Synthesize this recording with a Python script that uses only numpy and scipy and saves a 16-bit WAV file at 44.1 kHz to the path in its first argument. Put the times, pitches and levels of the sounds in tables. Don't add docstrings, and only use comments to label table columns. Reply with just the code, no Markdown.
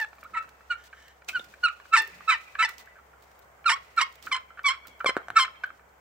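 import sys
import numpy as np
from scipy import signal
from scipy.fft import rfft, irfft
from scipy.io import wavfile
from scipy.ndimage import uniform_filter1d

SR = 44100
rng = np.random.default_rng(int(sys.argv[2]) if len(sys.argv) > 2 else 0)


def boost(x):
    u = np.asarray(x, float) / 20
    return 10 ** u


def waveform_to_disk(signal):
    frames = np.transpose(np.atleast_2d(signal))
    scaled = np.clip(frames, -1, 1) * 32767
    samples = np.round(scaled).astype(np.int16)
    wavfile.write(sys.argv[1], SR, samples)


N = 264776


def rms_one(x):
    return x / np.sqrt(np.mean(x ** 2) + 1e-20)


def at_hz(points, hz):
    points = np.array(points)
    return np.interp(np.log(hz), np.log(points[:, 0]), points[:, 1])


def drift(rate_hz):
    r = np.exp(-2 * np.pi * rate_hz / SR)
    noise = rng.standard_normal(N + 20000)
    return rms_one(signal.lfilter([1], [1, -2 * r, r * r], noise)[20000:])


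def band(x, low_hz, high_hz, order=2):
    edges_hz = np.clip([low_hz, high_hz], 10, .45 * SR)
    return signal.sosfilt(signal.butter(order, edges_hz, "band", fs=SR, output="sos"), x)


def resonance(x, hz, width_hz):
    r = np.exp(-np.pi * width_hz / SR)
    zeros = np.array([1, 0, -1]) * (1 - r * r) / 2
    poles = [1, -2 * r * np.cos(2 * np.pi * hz / SR), r * r]
    return signal.lfilter(zeros, poles, x + 1e-18)


def swells(rows, rise):
    t, out = np.arange(N) / SR, np.zeros(N)
    for s, db, length_s in rows:
        near = slice(max(round((s - 4 * length_s) * SR), 0), round((s + 4 * length_s) * SR))
        since = t[near] - s
        out[near] += boost(db) * np.exp(-(since / np.where(since < 0, rise * length_s, length_s)) ** 2)
    return out


def background():
    # (frequency [Hz], level [dB per Hz])
    floor = [(18, -37), (30, -15), (64, -7), (170, -12.5), (280, -18), (480, -6.5), (740, -5), (1350, -8.5),
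             (2290, -15.5), (3310, -33.5), (7670, -26.5), (10800, -36.5), (14800, -26.5), (16000, -31)]
    # (frequency [Hz], likeness [-1..1])
    likeness = [(30, .9), (60, 0.67), (240, 0.84), (950, 0), (3770, 0), (15000, 0.026)]
    # (time [s], level [dB], length [s])
    bump_rows = [
        (0.31, -66, 0.2),
        (1.39, -63, 0.18),
        (4.0, -62.5, 0.042),
        (4.26, -58, 0.041),
        (4.89, -59, 0.03),
        (5.32, -62, 0.12),
        (5.75, -71.5, 0.19),
    ]
    floor_db, hum_hz, hum_width_hz, hum_db = -58, 65.6, 2.5, -66.5

    out, edges_hz = 0, 25 * 2 ** np.arange(0, 9.6, .5)
    white = rng.standard_normal((2, 2, N))
    swell_db = 0.89 * drift(0.77)
    for k, (low, high) in enumerate(zip(edges_hz, edges_hz[1:])):
        centre_hz = np.sqrt(low * high)
        mid, side = band(white[k % 2], low, high)
        alike = np.clip(at_hz(likeness, centre_hz), -1, 1)
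        stereo = np.sqrt(1 + alike) * mid + np.sqrt(1 - alike) * side * [[1], [-1]]
        out = out + boost(at_hz(floor, centre_hz) + swell_db) * stereo
    out = boost(floor_db) * out / np.std(band(out, 90, 16000))

    throb = resonance(rng.standard_normal(N), hum_hz, hum_width_hz)
    throb = resonance(throb, hum_hz, hum_width_hz)
    steady = np.sqrt(2) * np.sin(2 * np.pi * hum_hz * np.arange(N) / SR)
    hum = boost(hum_db) * (steady + 0.25 * rms_one(throb))
    thud = rms_one(band(rng.standard_normal(N), 90, 420))
    return out + hum + swells(bump_rows, rise=0.55) * boost(2.5 * drift(25)) * thud


def clearing(x):
    # (delay [s], level [dB], left-right [dB])
    echoes = [
        (0.03, -47.5, 5.5),
        (0.051, -33, -17.5),
        (0.104, -39, -10),
        (0.174, -48.5, -13.5),
    ]
    t = np.arange(SR) / SR
    scatter = rng.standard_normal((3, 2, SR)) * boost(4.14 * rng.standard_normal((2, SR)))
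    close = (scatter[0, 0] + 0.99 * scatter[0]) * boost(-33.0 - 60 * t / 0.03) * (t > .0005)
    near = scatter[1] * boost(-40.5 - 60 * t / 0.21) * (t > .006)
    for s, db, pan_db in echoes:
        near[:, round(s * SR)] += boost(db + np.array([pan_db, -pan_db]) / 2)
    stands = .5 + np.exp(-((t - .17) / 0.0095) ** 2) + np.exp(-((t - .27) / 0.054) ** 2)
    far = scatter[2] * boost(-57.0 - 60 * t / 0.96) * np.minimum(t / .05, 1) * stands
    body = signal.fftconvolve(x[None], band(close, 480, 11000)[:, :SR // 20], axes=1)[:, :N]
    tail = band(near, 580, 4700) + band(far, 1900, 3000, order=1)
    swaying = boost(4.0 * drift(80) - 0.73)
    return body + signal.fftconvolve(x[None] * swaying, tail, axes=1)[:, :N]


def ticks():
    # (time [s], peak [dB], body below 8 kHz [dB], left-right [dB])
    tick_rows = [(0.2098, -48.5, -1, 17), (0.2366, -40, 0, -1.5), (0.4914, -45, 5, -10), (0.839, -44, 3, 8),
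                 (1.0814, -48.5, 6, -16), (1.2868, -44, 15, -29), (1.4433, -40.5, 2.5, -14),
                 (2.0207, -28, -2, -7.5), (2.0748, -37, -1, -18), (2.6906, -29, 1.5, -16.5),
                 (2.7821, -40, 7, -15), (2.8581, -49, 3.5, -1.5), (3.2231, -45, 2, -7.5),
                 (3.3144, -53.5, 5, -9), (3.3914, -43, -4.5, 13), (3.9643, -41, 3, -10),
                 (4.125, -46, 2, -13), (4.155, -42, 2.5, -12), (4.2256, -39, 5.5, -16),
                 (4.2628, -39, 1, -17.5), (4.8708, -32.5, -1, -13), (5.6638, -46.5, -6, -7),
                 (4.633, -46, 3, -9), (4.881, -42.5, 5.5, -10), (4.977, -51, -4, -5),
                 (5.011, -46, -0.5, -5.5), (5.892, -63.5, 10, 0), (5.98, -65, 4, 2), (3.238, -52, 2, -2),
                 (0.001, -35, 7.5, -12), (0.012, -31.5, -2, 2), (0.027, -36.5, 2, -2),
                 (0.0862, -60, 13, -1.5), (0.152, -49, 2, -5), (0.19, -49, -3, 6), (0.426, -50, 5.5, 1),
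                 (0.598, -56, -1, 12), (0.731, -54, -11, 3), (1.0241, -54, 11, -8), (1.246, -54, 6, -15),
                 (1.3064, -48, -1, -3), (2.792, -43, -4, -8.5), (3.21, -58, 6.5, 2), (3.245, -59, 8, 4),
                 (3.445, -59, 8, -1.5), (3.631, -57, -5, -2), (5.637, -59, 11, -6)]
    # (time [s], level [dB], length [s])
    rustles = [(.1, -66, 0.85), (.85, -52.5, 0.025), (.96, -71, 0.22), (1.289, -38, 0.022),
               (1.31, -58.5, 0.12), (1.9, -65, 1), (3.85, -63.5, 0.6), (3.3, -71.5, 0.11),
               (5.75, -68.5, 0.052), (1.45, -62.5, 0.27), (2.1, -61.5, 0.49), (2.7, -53.5, 0.044),
               (2.8, -50.5, 0.03), (3.23, -66.5, 0.045), (3.42, -62, 0.015), (4.24, -54.5, 0.054),
               (4.88, -60.5, 0.04), (5.638, -56, .012), (4.995, -57, .008)]
    out, t = np.zeros((2, N + 5000)), np.arange(5000) / SR
    decay = boost(-60 * t / 0.022) + 0.045 * boost(-60 * t / 0.088)
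    for s, db, body_db, pan_db in tick_rows:
        grit = rng.standard_normal((2, len(t))) * boost(1.1 * rng.standard_normal(len(t)))
        grit = (0.76 * grit[0] + 0.21 * grit) * decay
        burst = band(grit, 12000, 19000) + boost(body_db - 2.5) * band(grit, 1800, 8500)
        out[:, round(s * SR):][:, :len(t)] += boost(db - 4.5 + np.array([[pan_db], [-pan_db]]) / 2) * burst
    grains = rng.standard_normal((2, N)) * boost(2.5 * np.clip(drift(30), -2, 2))
    brush = band(grains, 500, 5600, order=1) + .2 * band(grains, 11500, 16400)
    return out[:, :N] + swells(rustles, rise=0.27) * rms_one(brush)


def handling():
    # (time [s], level [dB], length [s])
    drags = [
        (.8, -58, 0.053),
        (1.0, -57.5, 0.12),
        (1.09, -65, .03),
    ]
    # (frequency [Hz], width [Hz], level [dB])
    drag_rings = [(1834, 280, 4), (3000, 300, -5), (5286, 820, -15)]
    # (time [s], level [dB], length [s], pitch [Hz])
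    palm = [
        (1.945, -59.5, .015, 450),
        (2.022, -55.5, .025, 390),
        (2.092, -56.5, .015, 400),
        (2.17, -61, .08, 175),
    ]
    noise = rng.standard_normal(N)
    ringing = sum(boost(db) * resonance(noise, hz, width_hz) for hz, width_hz, db in drag_rings)
    out = swells(drags, rise=0.49) * rms_one(ringing)
    for s, db, length_s, hz in palm:
        out += swells([(s, db, length_s)], rise=0.74) * rms_one(resonance(noise, hz, 0.12 * hz))
    return out


def knocks():
    # (time [s], peak [dB], pitch [Hz], upper ring [dB])
    knock_rows = [
        (1.395, -41, 463, 0),
        (5.044, -23, 539, -1.5),
        (5.059, -22, 471, -6),
        (5.091, -23, 457.7, -15),
        (5.104, -34.5, 481, 4.5),
        (5.166, -17.5, 359.5, -3.5),
        (5.174, -38.5, 385.5, 9.5),
        (5.283, -36, 674.3, 3.5),
        (5.302, -38, 709, 11.5),
    ]
    out, t = np.zeros(N + 2000), np.arange(2000) / SR
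    for s, db, hz, upper_db in knock_rows:
        low = np.sin(2 * np.pi * hz * t) * np.exp(-t / 0.002)
        high = boost(upper_db) * np.sin(2 * np.pi * 1480 * t) * np.exp(-t / 0.0011)
        edge = boost(upper_db - 12.5) * rng.standard_normal(len(t)) * np.exp(-t / 0.00068)
        out[round((s + .001) * SR):][:len(t)] += boost(db + 5.0) * (low - 1.56 * high + edge)
    return band(out[:N], 210, 10000)


def box(x):
    # (frequency [Hz], width [Hz], level [dB])
    modes = [(890, 33, -16.5), (1060, 220, -8), (1340, 209, 3.5), (1940, 540, -6.5), (2264, 160, -0.5),
             (2617, 357, -10), (2950, 74, -13.5), (3500, 970, -24.5), (4008, 170, -11), (5400, 93, -33),
             (6140, 130, -31.5), (7460, 1800, -25.5), (8580, 570, -29)]
    return sum((-1) ** k * boost(db) * resonance(x, hz, width_hz) for k, (hz, width_hz, db) in enumerate(modes))


def taps():
    # (time [s], peak [dB], pitch [Hz])
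    tap_rows = [(0.13, -39, 960), (0.1835, -42, 1100), (0.23, -35.5, 1200), (0.443, -38, 1200),
                (0.4856, -45, 1460), (0.607, -43.5, 1400), (1.2203, -42, 1400), (1.8, -38, 1200),
                (1.5385, -38.5, 1500), (1.8546, -40, 1468), (4.5926, -27, 1526), (5.4796, -30.5, 1350),
                (0.297, -46.5, 1200), (3.592, -49, 1300), (5.7031, -34, 1290), (5.795, -46, 1220),
                (3.643, -37, 1600), (4.8, -51, 1450), (2.1, -42, 1800), (0.899, -54, 3500)]
    # (time [s], peak [dB], length [ms], pitch [Hz])
    rub_rows = [(0.928, -38, 10.4, 1530), (1.286, -24.5, 19.3, 2480), (1.395, -31, 4, 3499),
                (2.205, -35, 10.25, 1182), (2.551, -26.5, 7.6, 1577), (2.873, -42, 6.8, 1520),
                (2.955, -47, 24, 1540), (2.983, -42.5, 17, 1366), (3.13, -47, 13.44, 1379),
                (4.268, -25.5, 10.2, 1398), (4.504, -39, 10.7, 1340), (4.572, -37, 23.5, 1419),
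                (4.852, -41.5, 14.8, 1377), (5.003, -23.5, 12.8, 1367), (5.149, -35.5, 12.3, 1319),
                (5.636, -18.5, 8.34, 1507)]
    out, t = np.zeros(N + 4000), np.arange(4000) / SR
    touches = [(s, db, 2.5, hz, .4) for s, db, hz in tap_rows]
    touches += [(*row, .2) for row in rub_rows]
    for s, db, length_ms, hz, box_share in touches:
        span_s = max(length_ms, .5) / 1000
        touch = np.minimum(t / (0.069 * span_s), 1) * np.exp(-(t / span_s) ** 2)
        rub = band(rng.standard_normal(len(t)), 520, 3500) * touch
        width_hz = 125 * max(hz / 1400, 1) ** 0.83
        body = resonance(rub, hz, width_hz) + box_share * box(rub)
        body += 0.11 * touch * np.sin(2 * np.pi * hz * t)
        out[round(s * SR):][:len(t)] += boost(db) * body / np.abs(body).max()
    return out[:N]


def cupping():
    # (time [s], second partial [dB], upper partials [dB], left-right [dB])
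    poses = np.array([(0, 2.5, -5, -2), (.25, -8, -4, 1), (.37, -6.5, -7, 1), (.715, 1.5, -0.5, 0.5),
                      (1.36, 0, 0, 0), (1.645, 1.5, 1.5, 2), (1.69, 1, -8, -3.5), (1.94, -2, -3.5, 0.5),
                      (1.99, 0.5, 0.5, 0.5), (2.04, 0, -1, -3), (2.295, -2.5, -2.5, -0.5),
                      (2.335, 0.5, 2, -0.5), (2.605, 0, 1.5, 0.5), (2.64, 1, -2.5, 1.5), (2.655, -4, 1, 0),
                      (3.67, -1.5, 3, -0.5), (3.71, -3, -3, -2), (3.735, -4.5, 0.5, 0),
                      (3.985, -8, -0.5, 0.5), (4.005, -4, 2.5, 0), (4.03, -0.5, -1, -3.5),
                      (4.33, 0.5, 4.5, 0), (4.36, -10, 0, 0), (4.665, 6.5, 6, 0.5), (4.70, -3.5, 1.5, -2),
                      (5.065, 2, -2, 0.5), (5.09, -2.5, 3.5, 0), (5.375, -7.5, -0.5, 1.5),
                      (5.42, -3.5, -0.5, 0.5)])
    t = np.arange(N) / SR
    return [np.interp(t, poses[:, 0], poses[:, column]) for column in (1, 2, 3)]


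def locks():
    # (firmest grip [s], hold [s], rate [Hz], end rate
    # [Hz], level [dB])
    lock_rows = [ (0.001, 0.0083, 933, 903, -28.5), (0.015, .032, 890, 842, -26),
                 (0.25, 0.0062, 1132, 1213, -44), (0.255, .008, 1342, 1424, -42.5),
                 (0.344, 0.0062, 1291, 1340, -34), (0.364, 0.0035, 1383, 1326, -35),
                 (0.374, 0.011, 1330, 1304, -24.5), (0.711, 0.0089, 1452, 1434, -24.5),
                 (0.723, 0.015, 1383, 1372, -35), (1.339, 0.0028, 1523, 1515, -40),
                 (1.355, 0.019, 1520, 1401, -25.5),
                 (1.642, 0.012, 1450, 1419, -19), (1.651, 0.01, 1446, 1350, -17.5),
                 (1.67, 0.0032, 1283, 1265, -26), (1.684, 0.017, 1439, 1410, -30.5),
                 (1.706, 0.0082, 1200, 1170, -51), (1.924, 0.002, 1319, 1312, -33),
                 (1.933, 0.0037, 1328, 1342, -21), (1.941, 0.0057, 1340, 1345, -13.5),
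                 (1.957, 0.0041, 1240, 1191, -17), (1.9638, 0.0048, 1060, 926, -19.5),
                 (1.974, 0.0058, 915, 901, -18.5), (1.981, 0.025, 874.5, 897, -20.5),
                 (2.014, 0.029, 892, 906.5, -31), (2.047, .03, 898, 899.3, -38.5),
                 (2.286, 0.0079, 1313, 1299, -20), (2.296, 0.0092, 1331, 1270, -16.5),
                 (2.321, 0.019, 1020, 990.5, -23), (2.347, 0.0076, 895, 914, -29),
                 (2.595, 0.006, 1312, 1314, -23), (2.607, 0.0094, 1326, 1340, -20.5),
                 (2.628, 0.014, 965, 1009, -20.5), (2.65, 0.010, 880.5, 875, -24),
                 (3.664, 0.0095, 1390, 1340, -18), (3.68, 0.0074, 1243, 1228, -19),
                  (3.691, 0.0022, 1224, 1154, -20), (3.696, 0.0028, 1031, 930, -19),
                  (3.702, .008, 890, 897, -18.5), (3.717, .013, 929, 1072, -19.5),
                  (3.729, .012, 1090, 1092, -21.5), (3.744, 0.0075, 1134, 1074, -31.5),
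                  (3.983, 0.0045, 1373, 1310, -18), (3.995, .003, 1242, 1209, -22.5),
                  (4.004, 0.0075, 1150, 955.6, -23.5), (4.015, 0.0031, 930.4, 960.6, -19),
                  (4.021, 0.0099, 1064, 1076, -20.5), (4.318, 0.0072, 1166, 1074, -26.5),
                  (4.327, 0.0066, 1040, 1035, -22), (4.346, 0.0034, 1036, 1047, -23),
                  (4.361, 0.005, 1050, 1041, -22), (4.648, 0.0079, 1147, 1134, -29),
                  (4.66, 0.0041, 1123, 1133, -24), (4.667, 0.011, 1131, 1101, -21),
                  (4.685, 0.0089, 1045, 1015, -20), (4.699, 0.018, 1052, 1083, -22.5),
                  (5.062, 0.0031, 1179, 1106, -18.5), (5.071, 0.027, 1060, 1029, -20.5),
                  (5.367, 0.005, 1327, 1315, -22), (5.371, 0.0064, 1340, 1340, -11.5),
                  (5.384, 0.0089, 1287, 1081, -18), (5.4, 0.018, 1060, 1055, -17),
                  (5.422, 0.016, 1060, 1035, -19.5),]
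    # (time [s], level change [dB], length [s])
    skips = [(0.695, -2, .004), (1.668, -11, 0.0019), (1.953, -8, .002), (1.962, -6.5, 0.0023),
             (2.292, 0, 0.0027), (2.584, -6.5, 0.0041), (2.649, 4, 0.0016), (3.655, -7, 0.0055),
             (3.677, -7.5, .002), (3.992, 0, 0.0028), (4.003, -6, 0.0021), (4.31, -26, .004),
             (4.361, -16, 0.0021), (5.055, -17, 0.0042), (1.918, -8, .004), (2.273, -3, .004),
             (0.395, -9.5, .004), (0.054, -7.5, 0.0047), (1.627, 0, .004), (5.381, -7, .002)]
    grip_s, sag_db_per_s, lift_s, glide_s = 0.019, 140.5, 0.03, 0.0014

    t, rows = np.arange(N) / SR, np.array(lock_rows)
    times = np.ravel([rows[:, 0], rows[:, 0] + rows[:, 1]])
    rates = np.ravel(rows[:, 2:4].T)
    order = np.argsort(times)
    level_db = np.full(N, -200.)
    for s, hold_s, hz, _, db in rows:
        near = slice(max(round((s - .1) * SR), 0), round((s + .2) * SR))
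        since = t[near] - s
        grip = grip_s * min(hz / 1340, 1) ** 1.3
        gripping_db = 60 * (since / grip) ** 2
        leaving_db = sag_db_per_s * since + 60 * (np.maximum(since - hold_s, 0) / lift_s) ** 1.5
        level_db[near] = np.maximum(level_db[near], db - np.where(since < 0, gripping_db, leaving_db))
    for s, change_db, length_s in skips:
        near = slice(round((s - .03) * SR), round((s + .03) * SR))
        level_db[near] += change_db * np.exp(-((t[near] - s) / length_s) ** 2)
    rate = np.interp(t, times[order], rates[order])
    return uniform_filter1d(rate, size=max(round(glide_s * SR), 1)), level_db


def far_wall():
    # (time [s], length [s], rate [Hz], end rate [Hz], level [dB])
    slides = [
        (0.344, 0.014, 1215, 990, -43),
        (0.347, .03, 1009, 931, -32),
    ]
    partials_db = [-8, 1.5, -24, -29]
    out = np.zeros(N)
    for s, length_s, hz, end_hz, db in slides:
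        part = np.linspace(0, 1, round(length_s * SR))
        turns = np.cumsum(hz + (end_hz - hz) * np.sqrt(part)) / SR
        tone = sum(boost(p) * np.sin(2 * np.pi * (k + 1) * turns + k * k) for k, p in enumerate(partials_db))
        out[round(s * SR):][:len(part)] += boost(db) * np.sqrt(2 * np.sin(np.pi * part) + 1e-12) * tone
    return out


def upper_partials(rate, level_db, turns, cup_db, wobble, locked):
    # (rate [Hz], level [dB])
    sharpness = [(900, -2.5), (1040, -6.5), (1150, -7), (1340, -11.5), (1500, -18)]
    # (frequency [Hz], level [dB])
    upper_db = [(2600, -1), (3200, 0.5), (4570, -2.5), (5440, 0.5), (6650, -12), (7360, -6), (8770, -3),
                (9690, -18.5), (14700, -29.5), (16000, -31)]
    upper = boost(level_db + cup_db + at_hz(sharpness, rate) + 0.33 * np.minimum(level_db + 16.5, 0))
    softness_db = 0.28 * np.clip(level_db + 20.0, -20, 0)
    tone = 0
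    for k in range(3, 15):
        lock_db = 5.5 + 4 * locked if k == 3 else -7.7 * locked
        gain_db = at_hz(upper_db, k * rate) - 8.5 + lock_db + 2.3 * drift(110) + softness_db * (k - 2)
        scatter = k * wobble * (1 - locked * (k == 3))
        phase = 2 * np.pi * k * turns + 0.603 * k * k + scatter
        tone = tone + upper * boost(gain_db) * (k * rate < 16000) * np.sin(phase)
    return tone


def slip_rasp(rate, level_db, turns, rough, locked):
    pulse_gain = np.sqrt(3 * SR / rate)
    slips = np.diff(np.floor(turns), prepend=0) * rng.uniform(-1, 1, N) * pulse_gain
    thirds = np.diff(np.floor(turns / 3), prepend=0) * pulse_gain
    chalk = rng.standard_normal(N)
    loose = np.minimum(rough, boost(-23))
    drive = rough * locked * thirds + loose * (1 - locked) * (slips + 0.45 * chalk)
    grit = rough * np.clip(rough / boost(-21.0), 0, 1)
    rasp = boost(-1.0) * box(drive) / np.std(box(chalk))
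    rasp += boost(-25.0) * grit * band(chalk, 4300, 8800)
    steady_hiss = boost(-6 + level_db + np.minimum(level_db + 21.0, 0))
    return rasp + boost(-43.5 + 4.0 * drift(60)) * (grit + steady_hiss) * band(chalk, 10000, 16000)


def yelps():
    # (frequency [Hz], level [dB])
    wall = [(890, -10), (1000, -9.5), (1055, -4), (1200, -2.5), (1340, -1.5), (1500, -2)]
    # (frequency [Hz], level [dB])
    hollow = [(1790, -3.5), (2000, 6), (2110, -7), (2270, -5), (2450, -4), (2680, -9), (2950, -14)]
    # (time [s], rasp [dB], length [s])
    chatter = [(.046, -39.5, 0.0024), (.243, -49, 0.0042), (.348, -41, 0.02), (.374, -33.5, 0.016),
               (.714, -33, 0.022), (1.359, -37.5, 0.016), (1.638, -27, 0.0033), (1.683, -30, 0.0062),
               (1.940, -14.5, 0.015), (1.968, -27, 0.01), (2.300, -18.5, 0.023), (2.600, -21, 0.018),
               (2.624, -28, .012), (3.660, -26.5, 0.0036), (3.700, -26.5, 0.021), (3.985, -26, 0.025),
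               (4.017, -26.5, 0.0035), (3.762, -40, 0.013), (4.376, -39.5, .008), (5.45, -30.5, .008),
               (2.685, -40, .015), (4.745, -45, .02), (4.317, -34, 0.0033), (4.352, -33.5, 0.01),
               (4.652, -30, 0.0046), (4.706, -38.5, 0.026), (5.090, -29.5, 0.012), (5.372, -16.5, 0.022),
               (5.388, -23, 0.0077)]
    rate, level_db = locks()
    second_cup_db, upper_cup_db, _ = cupping()
    climb = np.clip(np.gradient(rate) * SR / 1000 - 2, 0, 4)
    rate = rate * (1 + .004 * drift(150))
    turns = np.cumsum(rate) / SR

    fade_db = 0.46 * np.minimum(level_db + 21.5, 0) * np.clip((990 - rate) / 60, 0, 1)
    first = boost(level_db + at_hz(wall, rate) + fade_db)
    late_db = 0.27 * np.clip(level_db + 26.0, -40, 0)
    second = boost(level_db + at_hz(hollow, 2 * rate) - 1.5 * climb + second_cup_db + late_db)
    tone = first * boost(0.18 * drift(99)) * np.sin(2 * np.pi * turns)
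    tone += second * boost(1.8 * drift(100)) * np.sin(4 * np.pi * turns + 0.15)

    rough = boost(level_db - 22) + swells(chatter, rise=0.5)
    uneven = np.clip(rough / (first + second + 1e-9), .3, 1)
    wobble = 0.35 * uneven * drift(130)
    locked = np.clip((rate - 1250) / 60, 0, .65)
    tone += upper_partials(rate, level_db, turns, upper_cup_db, wobble, locked)
    rasp = slip_rasp(rate, level_db, turns, rough, locked)
    tone = np.sqrt(2) * tone + far_wall()
    ring_on = boost(-13.0) * box(tone)
    return band(tone + rasp + ring_on, 620, 19800, order=3)


def to_ports(x):
    # (frequency [Hz], left-right [dB])
    side_db = [(60, -1), (240, -1), (950, -2), (3770, -3.5), (15000, -3)]
    # (frequency [Hz], phase [rad])
    left_lag = [(60, 0), (1000, 0.31), (4000, 1.3), (6200, 1.8), (8700, 2.8), (16000, 5.5)]
    hz = np.fft.rfftfreq(N, 1 / SR) + 1
    half = boost(at_hz(side_db, hz) / 2) * np.exp(-.5j * at_hz(left_lag, hz))
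    return irfft(rfft(x) * np.array([half, 1 / half]), N)


def scene():
    call = yelps() + taps() + knocks() + handling()
    turn_db = cupping()[2] / 2
    direct = to_ports(call) * boost(np.array([turn_db, -turn_db]))
    return direct + clearing(call) + ticks() + background()


def roll_off(x):
    return signal.sosfilt(signal.butter(12, 16490, fs=SR, output="sos"), x)


def record(dry):
    top = signal.cheby2(12, 28, 16050, fs=SR, output="sos")
    heard = dry - 0.46 * band(dry, 8600, 11400, order=1)
    return roll_off(signal.sosfilt(top, band(heard, 53, 19800)))


dry = scene()
out = record(dry)
waveform_to_disk(out)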